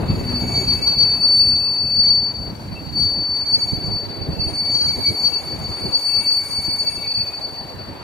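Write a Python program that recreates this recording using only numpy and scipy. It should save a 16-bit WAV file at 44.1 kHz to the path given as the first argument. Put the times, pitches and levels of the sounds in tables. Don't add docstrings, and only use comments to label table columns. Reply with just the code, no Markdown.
import sys
import numpy as np
from scipy import signal
from scipy.io import wavfile
from scipy.ndimage import uniform_filter1d

SR = 44100
rng = np.random.default_rng(int(sys.argv[2]) if len(sys.argv) > 2 else 0)


def convert_level_to_amplitude(level_db):
    exponent = np.asarray(level_db, float) / 20
    return 10 ** exponent


def put_to_file(sound):
    columns = np.atleast_2d(sound).T
    safe = np.clip(columns, -1, 1)
    whole_steps = np.round(safe * 32767)
    wavfile.write(sys.argv[1], SR, whole_steps.astype(np.int16))


N = 354117
T = np.arange(N) / SR
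SLIP_HZ = 2260.9

# t/s, roughness as level of the third multiple/dB, overdrive as level of the ring's octave/dB
SLIP = [(0, -66.5, -69), (.6, -49, -65), (1.05, -61.5, -55), (1.4, -63.5, -37.5), (1.8, -71.5, -53),
        (2.05, -60.5, -49), (2.3, -69.5, -72), (2.9, -71.5, -70), (3.03, -56.5, -42.5), (3.2, -81, -60),
        (3.55, -55.5, -50), (4.22, -72.5, -68), (4.5, -59.5, -46), (5.1, -50.5, -58), (5.7, -60.5, -61),
        (6.15, -54, -39), (6.9, -53.5, -46.5), (8.03, -82, -71)]


def evened(x):
    return x / np.sqrt(np.mean(abs(x) ** 2) + 1e-20)


def read(points, hz):
    f, value = np.transpose(points)
    return np.interp(np.log(hz + 1), np.log(f + 1), value)


def played(rows):
    s, *columns = np.transpose(rows)
    return [np.interp(T, s, c) for c in columns]


def sides(pan_db):
    return np.sqrt(2 / (1 + convert_level_to_amplitude(np.array([-2 * pan_db, 2 * pan_db]))))


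def bump(s, db, width):
    u = np.tanh((T[::16] - s) / max(width, .004))
    return u + 1j * convert_level_to_amplitude(db) * np.sqrt(1 - u ** 2)


def lifted(rows):
    sizes = [abs(bump(*row)) for row in rows]
    return np.interp(T, T[::16], np.prod(sizes, axis=0))


def fading(width_hz, shared=3.6):
    r = np.exp(-np.pi * width_hz / SR)
    a, b = rng.standard_normal((N // 16 + 2, 3, 2)).T
    z = signal.lfilter([1], [1, -r ** 64], a + 1j * b)
    z = signal.lfilter([1], [1, -r ** 16], z)
    z = signal.resample_poly(z[:2] + shared * z[2], 16, 1, axis=1)[:, :N]
    return evened(z)


def line(hz, width_hz, steady, shared=1.34):
    steady = np.clip(steady, 0, 1)
    swing = steady + np.sqrt(1 - steady ** 2) * fading(width_hz, shared)
    return np.sqrt(2) * (swing * np.exp(2j * np.pi * hz * T)).real


def noise(spectrum, same, patchy_db, flicker_db):
    # f/Hz, phase/rad
    lead_curve = [(0, 0), (1000, .3), (2500, 1.3), (4400, 6.5), (7600, 6 * np.pi), (16000, 6 * np.pi)]
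    frames, hz = N // 256 + 5, np.fft.rfftfreq(1024, 1 / SR)
    a, b, c, d, patches = rng.standard_normal((frames, 513, 5)).T
    patches = uniform_filter1d(patches, size=8, axis=0)
    patches = evened(uniform_filter1d(patches, size=10, axis=1))
    flicker = evened(uniform_filter1d(rng.standard_normal(frames), size=3))
    same = np.clip(same * np.ones(513), 0, 1)[:, None]
    left = a + 1j * b
    right = same * left + np.sqrt(1 - same ** 2) * (c + 1j * d)
    right = right * np.exp(-1j * read(lead_curve, hz))[:, None]
    shape_db = read(spectrum, hz) - 80 * (hz > spectrum[-1][0])
    gain = convert_level_to_amplitude(shape_db)[:, None] * convert_level_to_amplitude(patchy_db * patches + flicker_db * flicker)
    spectra = np.array([left, right]) * gain
    return evened(signal.istft(spectra, nperseg=1024, noverlap=768)[1][:, :N])


def squeal():
    # t/s, level/dB, left lead/rad
    grip = [(0.0, -45.5, 0.19), (0.274, -28, 0.74), (0.66, -27, -0.034), (1.04, -20.5, -0.16),
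            (1.388, -12.5, 0.58), (1.702, -21.5, 0.64), (2.131, -13.5, 0.1), (2.613, -47.6, 0.28),
            (2.922, -40, -0.72), (2.96, -24.5, -0.24), (3.51, -19.5, 0.43), (4.24, -36.5, 0.83),
            (4.735, -19, -0.3), (5.223, -20, 0.3), (5.46, -36, 1.1), (6.313, -19.5, 0.9),
            (7.161, -26, 1.45), (8.03, -49, 0.7)]
    # t/s, gain/dB, half width/s
    swells = [(0.398, 4.2, 0.013), (0.585, 8.7, 0.013), (0.702, 9.0, 0.039), (0.884, 6.5, 0.013),
              (0.988, 9.7, 0.051), (3.038, 7.1, 0.054), (3.552, 8.5, 0.014), (3.627, 7.2, 0.013),
              (3.981, 7.7, 0.03), (4.228, 7.8, 0.013), (4.418, 11.0, 0.026), (4.862, 5.0, 0.02),
              (5.077, 8.4, 0.013), (5.264, 7.3, 0.021), (5.367, 7.7, 0.013), (5.483, 8.6, 0.013),
              (5.664, 6.4, 0.013), (5.952, 11.0, 0.017), (6.067, 4.9, 0.014), (6.159, 6.8, 0.027),
              (6.272, 6.4, 0.015), (6.373, 4.5, 0.017), (6.826, 11.0, 0.013), (6.887, 11.0, 0.013),
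              (7.155, 5.8, 0.015), (7.217, 5.8, 0.013), (7.454, 7.7, 0.013), (7.573, 6.5, 0.028)]
    # t/s, depth/dB, half width/s
    cancels = [(0.23, -17.6, 0.024), (0.506, -14.6, 0.012), (0.66, -18.1, 0.013), (0.795, -9.9, 0.04),
               (0.964, -12.0, 0.034), (1.191, -8.8, 0.022), (2.332, -35.0, 0.015), (3.449, -18.0, 0.03),
               (3.582, -29.3, 0.054), (3.665, -24.1, 0.014), (3.787, -9.4, 0.034), (4.08, -13.7, 0.01),
               (4.382, -23.8, 0.043), (4.838, -17.3, 0.021), (4.961, -3.9, 0.056), (5.022, -10.8, 0.015),
               (5.123, -13.7, 0.07), (5.915, -8.7, 0.037), (6.006, -8.2, 0.037), (6.233, -13.8, 0.034),
               (6.444, -13.5, 0.022), (6.497, -14.6, 0.07), (6.617, -6.2, 0.016), (6.776, -10.4, 0.018),
               (6.844, -19.8, 0.039), (6.905, -19.1, 0.033), (6.991, -9.0, 0.07), (7.136, -32.3, 0.01),
               (7.316, -35.0, 0.022), (7.4, -11.9, 0.016)]
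    level_db, lead = played(grip)
    rough_db = played(SLIP)[0]
    turns = [bump(*row) for row in cancels]
    flips = rng.random(len(cancels)) < .5
    turns = [z.conj() if flip else z for z, flip in zip(turns, flips)]
    fades = np.interp(T, T[::16], np.prod(turns, axis=0))
    flutter_db = np.minimum(-24 - .7 * level_db + .35 * (rough_db + 58), 2)
    middle = fades * (lifted(swells) + convert_level_to_amplitude(flutter_db) * fading(24)[0])
    scatter = np.minimum(convert_level_to_amplitude(0.66 * rough_db + 35), .75) * fading(14.7)
    turned = np.tan(np.clip(lead, -2, 2) / 2) + scatter[0].real
    left_share = 0.29
    apart = middle * (left_share + 1j * turned)
    apart = apart + .4 * scatter[1] * uniform_filter1d(abs(middle), size=4000)
    ring = np.exp(4j * np.pi * SLIP_HZ * T)
    tone = convert_level_to_amplitude(level_db) * ring * np.array([middle + apart, middle - apart])
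    return np.sqrt(2) * tone.real


def slips():
    three_db, four_db = played(SLIP)
    one_db = 1.064 * three_db + 8
    rows = [(1, one_db + 3.5, one_db + 0.5), (3, three_db + 5.0, three_db - 2),
            (4, four_db + 2.5, three_db + 3.5), (5, three_db - 3, three_db - 6),
            (6, 0.72 * four_db - 25.5, three_db - 17.0)]
    out = convert_level_to_amplitude(.6 * three_db - 11) * line(2 * SLIP_HZ, 170, 0)
    for k, db, skirt_db in rows:
        chop = evened(uniform_filter1d(rng.standard_normal(N), size=2500))
        chop_db = np.clip(.2 * three_db + 14, 0, 3) * chop
        shared = 1.5 if k < 5 else .6
        out = out + convert_level_to_amplitude(db + chop_db - 2.5) * line(k * SLIP_HZ, 9 + 3 * k, 0.77, shared)
        out = out + convert_level_to_amplitude(skirt_db) * line(k * SLIP_HZ, 140, 0, .6 * k)
    return out * sides(2.4)[:, None]


def wheels():
    # start t/s, end t/s, level/dB, width/Hz
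    squeaks = [(0, 1.95, -48.5, 15), (2.75, 2.82, -38, 20), (4.32, 4.55, -49.5, 27),
               (5.25, 5.42, -47.5, 31), (6.08, 6.33, -46, 31), (6.8, 7.25, -51, 24),
               (7.03, 7.38, -48.5, 35), (.5, 1.85, -56.5, 10), (1.95, 2.3, -56, 10), (2.3, 2.95, -59.5, 15),
               (3.5, 4.3, -55, 20), (4.85, 5.2, -52.5, 13), (7.3, 8, -59, 15), (5.9, 6.7, -61, 30),
               (6.3, 6.75, -59, 30), (7.0, 7.15, -54, 30), (6.8, 7.3, -57, 40), (.7, 1.0, -58, 40),
               (3.5, 3.66, -56, 40)]
    rings_hz = [2615, 2668, 2665, 2700, 2670, 2665, 2491, 3981, 3981, 4050, 4044, 3981, 4044, 7754, 13092,
                3800, 3480, 11800, 5700]
    out = np.zeros((2, N))
    for (start, end, db, width_hz), hz in zip(squeaks, rings_hz):
        gate = np.clip(np.minimum(T - start + .01, end - T) / .03, 0, 1)
        out += convert_level_to_amplitude(db) * gate * line(hz, width_hz, 0.07)
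    return out


def train():
    # t/s, rolling level/dB, scraping hiss level/dB
    passing = [
        (0.0, -36.5, -59),
        (1.47, -43, -54.5),
        (2.39, -44, -61),
        (5.9, -40.5, -59),
        (6.02, -41, -48.5),
        (7.0, -43.5, -59),
        (8.03, -41, -61),
    ]
    # f/Hz, level/dB
    rolling_curve = [(100, -31), (250, -7), (500, -3), (950, -3), (1100, -8), (1700, -12.5), (2800, -15.5),
                     (3200, -19.5), (4500, -21), (6000, -42.5)]
    # f/Hz, level/dB
    scrape_curve = [(2500, -16.5), (4000, -2), (4900, 9), (5600, 7), (7000, 1.5), (9000, -1), (11500, -1),
                    (14000, 0), (16000, -9)]
    # f/Hz, coherence/1
    likeness = [(60, .5), (600, .5), (1400, .2), (3000, .4), (6500, .5), (8500, .85), (11000, .72),
                (15000, .75)]
    rolling_db, hiss_db = played(passing)
    same = read(likeness, np.fft.rfftfreq(1024, 1 / SR))
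    rolling = convert_level_to_amplitude(rolling_db + 3.5) * noise(rolling_curve, same, 1.82, 1.0)
    scrape_db = 0.59 * hiss_db + .22 * played(SLIP)[0] - 2.5
    scrape = convert_level_to_amplitude(scrape_db) * noise(scrape_curve, same, 2.2, 1.4)
    return (rolling + scrape) * sides(1.0)[:, None]


def wind():
    # t/s, level/dB
    strength = [
        (0.0, -23),
        (0.5, -26),
        (1.3, -31.5),
        (2.2, -33),
        (3.0, -33.5),
        (4.3, -27),
        (5.4, -34.5),
        (6.1, -39),
        (7.0, -33.5),
        (8.03, -36.5),
    ]
    # t/s, lift of the bass/dB, lift of the low middle/dB, half width/s
    gust_rows = [(0.126, 5.5, 0.5, 0.024), (2.222, 9, -1.5, 0.0098), (2.49, 5.5, 6.5, 0.056),
                 (2.722, 8, 1, 0.028), (3.001, 7.5, 4, 0.1), (3.186, 8, 1, 0.016), (3.732, 12, 6, 0.0089),
                 (3.894, 4.5, 2.5, 0.028), (4.216, 4.5, 3, 0.021), (4.29, 6.5, 3, 0.0055),
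                 (4.475, 2.5, 3.5, 0.1), (4.985, 10, 12, 0.02), (5.119, 12.5, 7, 0.021),
                 (5.53, 6.5, 11, 0.034), (5.636, 7, 9, 0.026), (5.701, 7, 9.5, 0.015),
                 (5.865, 14.5, 16.5, 0.035), (6.207, 8, 9.5, 0.042), (6.593, 9.4, 3, 0.0078),
                 (6.687, 11, 7, 0.0084), (6.986, 7.5, 8, 0.0092), (7.537, 1, 10, 0.0069),
                 (7.801, 0, 13.5, 0.0076), (7.888, 5, 12, 0.012)]
    # f/Hz, level per Hz/dB
    buffet_curve = [(20, -40), (45, -10), (64, 9), (85, 0), (105, -6), (130, -6), (190, -7), (260, -11),
                    (400, -22)]
    # f/Hz, level per Hz/dB
    reach_curve = [(150, -5), (240, -8), (400, -1.5), (700, -9.5), (1200, -31)]
    db, = played(strength)
    bass_lift = lifted((s, lift_db, width) for s, lift_db, _, width in gust_rows)
    reach_lift = lifted((s, lift_db, width) for s, _, lift_db, width in gust_rows)
    lumps = uniform_filter1d(rng.standard_normal(N), size=500)
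    lumps = convert_level_to_amplitude(1.65 * evened(uniform_filter1d(lumps, size=300)))
    bass = convert_level_to_amplitude(db) * bass_lift * noise(buffet_curve, 0.77, 1.94, 1.1)
    slope = 1.42
    reach_gain = convert_level_to_amplitude(slope * db + 1.5) * reach_lift ** slope
    gusts = reach_gain * sides(3.6)[:, None] * noise(reach_curve, 0.38, 2.7, 2.7)
    return (bass + gusts) * evened(lumps)


def hum():
    fade = convert_level_to_amplitude(-9.0 * T) * np.clip((.95 - T) / .25, 0, 1) * np.clip((T - .12) / .35, 0, 1)
    orders = [(1, -22), (2, -33), (3, -33), (4, -25), (6, -33)]  # order, level/dB
    return fade * sum(convert_level_to_amplitude(db) * line(k * 61.7, 6, .7)[0] for k, db in orders)


def scene():
    return squeal() + slips() + wheels() + train() + wind() + hum()


def thinned(x):
    loud_db = 10 * np.log10(uniform_filter1d((x ** 2).mean(0), size=2048) + 1e-12)
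    for low_hz in np.r_[5170, np.arange(5690, 15000, 690)]:
        taps = signal.firwin(511, [low_hz, low_hz + 600], pass_zero=False, fs=SR)
        band = signal.oaconvolve(x, taps[None], "same")
        chance = uniform_filter1d(rng.standard_normal(N // 1024 + 1), size=2)
        chance = np.repeat(chance, 1024)[:N]
        gone = loud_db + 8 * chance > -19 if low_hz < 6300 else chance > 1.05
        x = x - uniform_filter1d(gone * 1., size=700) * band
    return x


def top_cut(x):
    return signal.sosfilt(signal.butter(12, 15790, fs=SR, output="sos"), x)


def record(dry):
    # start t/s, end t/s, depth/dB
    cuts = [(0.786, 0.843, -21), (0.878, 0.952, -18), (1.268, 1.332, -20), (1.71, 1.798, -16),
            (2.732, 2.783, -28), (2.817, 3, -14), (3.036, 3.113, -37), (3.167, 4.238, -19),
            (4.331, 4.626, -28), (4.643, 4.96, -20), (4.994, 5.044, -21), (5.116, 5.193, -21),
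            (5.267, 5.516, -26), (5.72, 5.835, -26), (5.883, 6.163, -22), (6.213, 6.897, -22),
            (7.013, 7.14, -36), (7.21, 7.531, -19), (7.543, 7.6, -24), (7.702, 7.762, -26),
            (7.923, 8.013, -18)]
    flutter = 1 + 0.2 * evened(uniform_filter1d(rng.standard_normal(N), size=1500))
    cut_db = sum(db * ((T > start) & (T < end)) for start, end, db in cuts)
    cut_db = cut_db * np.clip(flutter, 0, 2)
    kept = convert_level_to_amplitude(uniform_filter1d(cut_db, size=600))
    bass = signal.oaconvolve(dry[0], signal.firwin(2047, 255, fs=SR), "same")
    filtered = thinned(np.array([dry[0] - (1 - kept) * bass, dry[1]]))
    edge = signal.firwin(1023, [40, 15780], pass_zero=False, window=("kaiser", 5), fs=SR)
    return top_cut(signal.oaconvolve(filtered, edge[None], "same"))


dry = scene()
out = record(dry)
put_to_file(out)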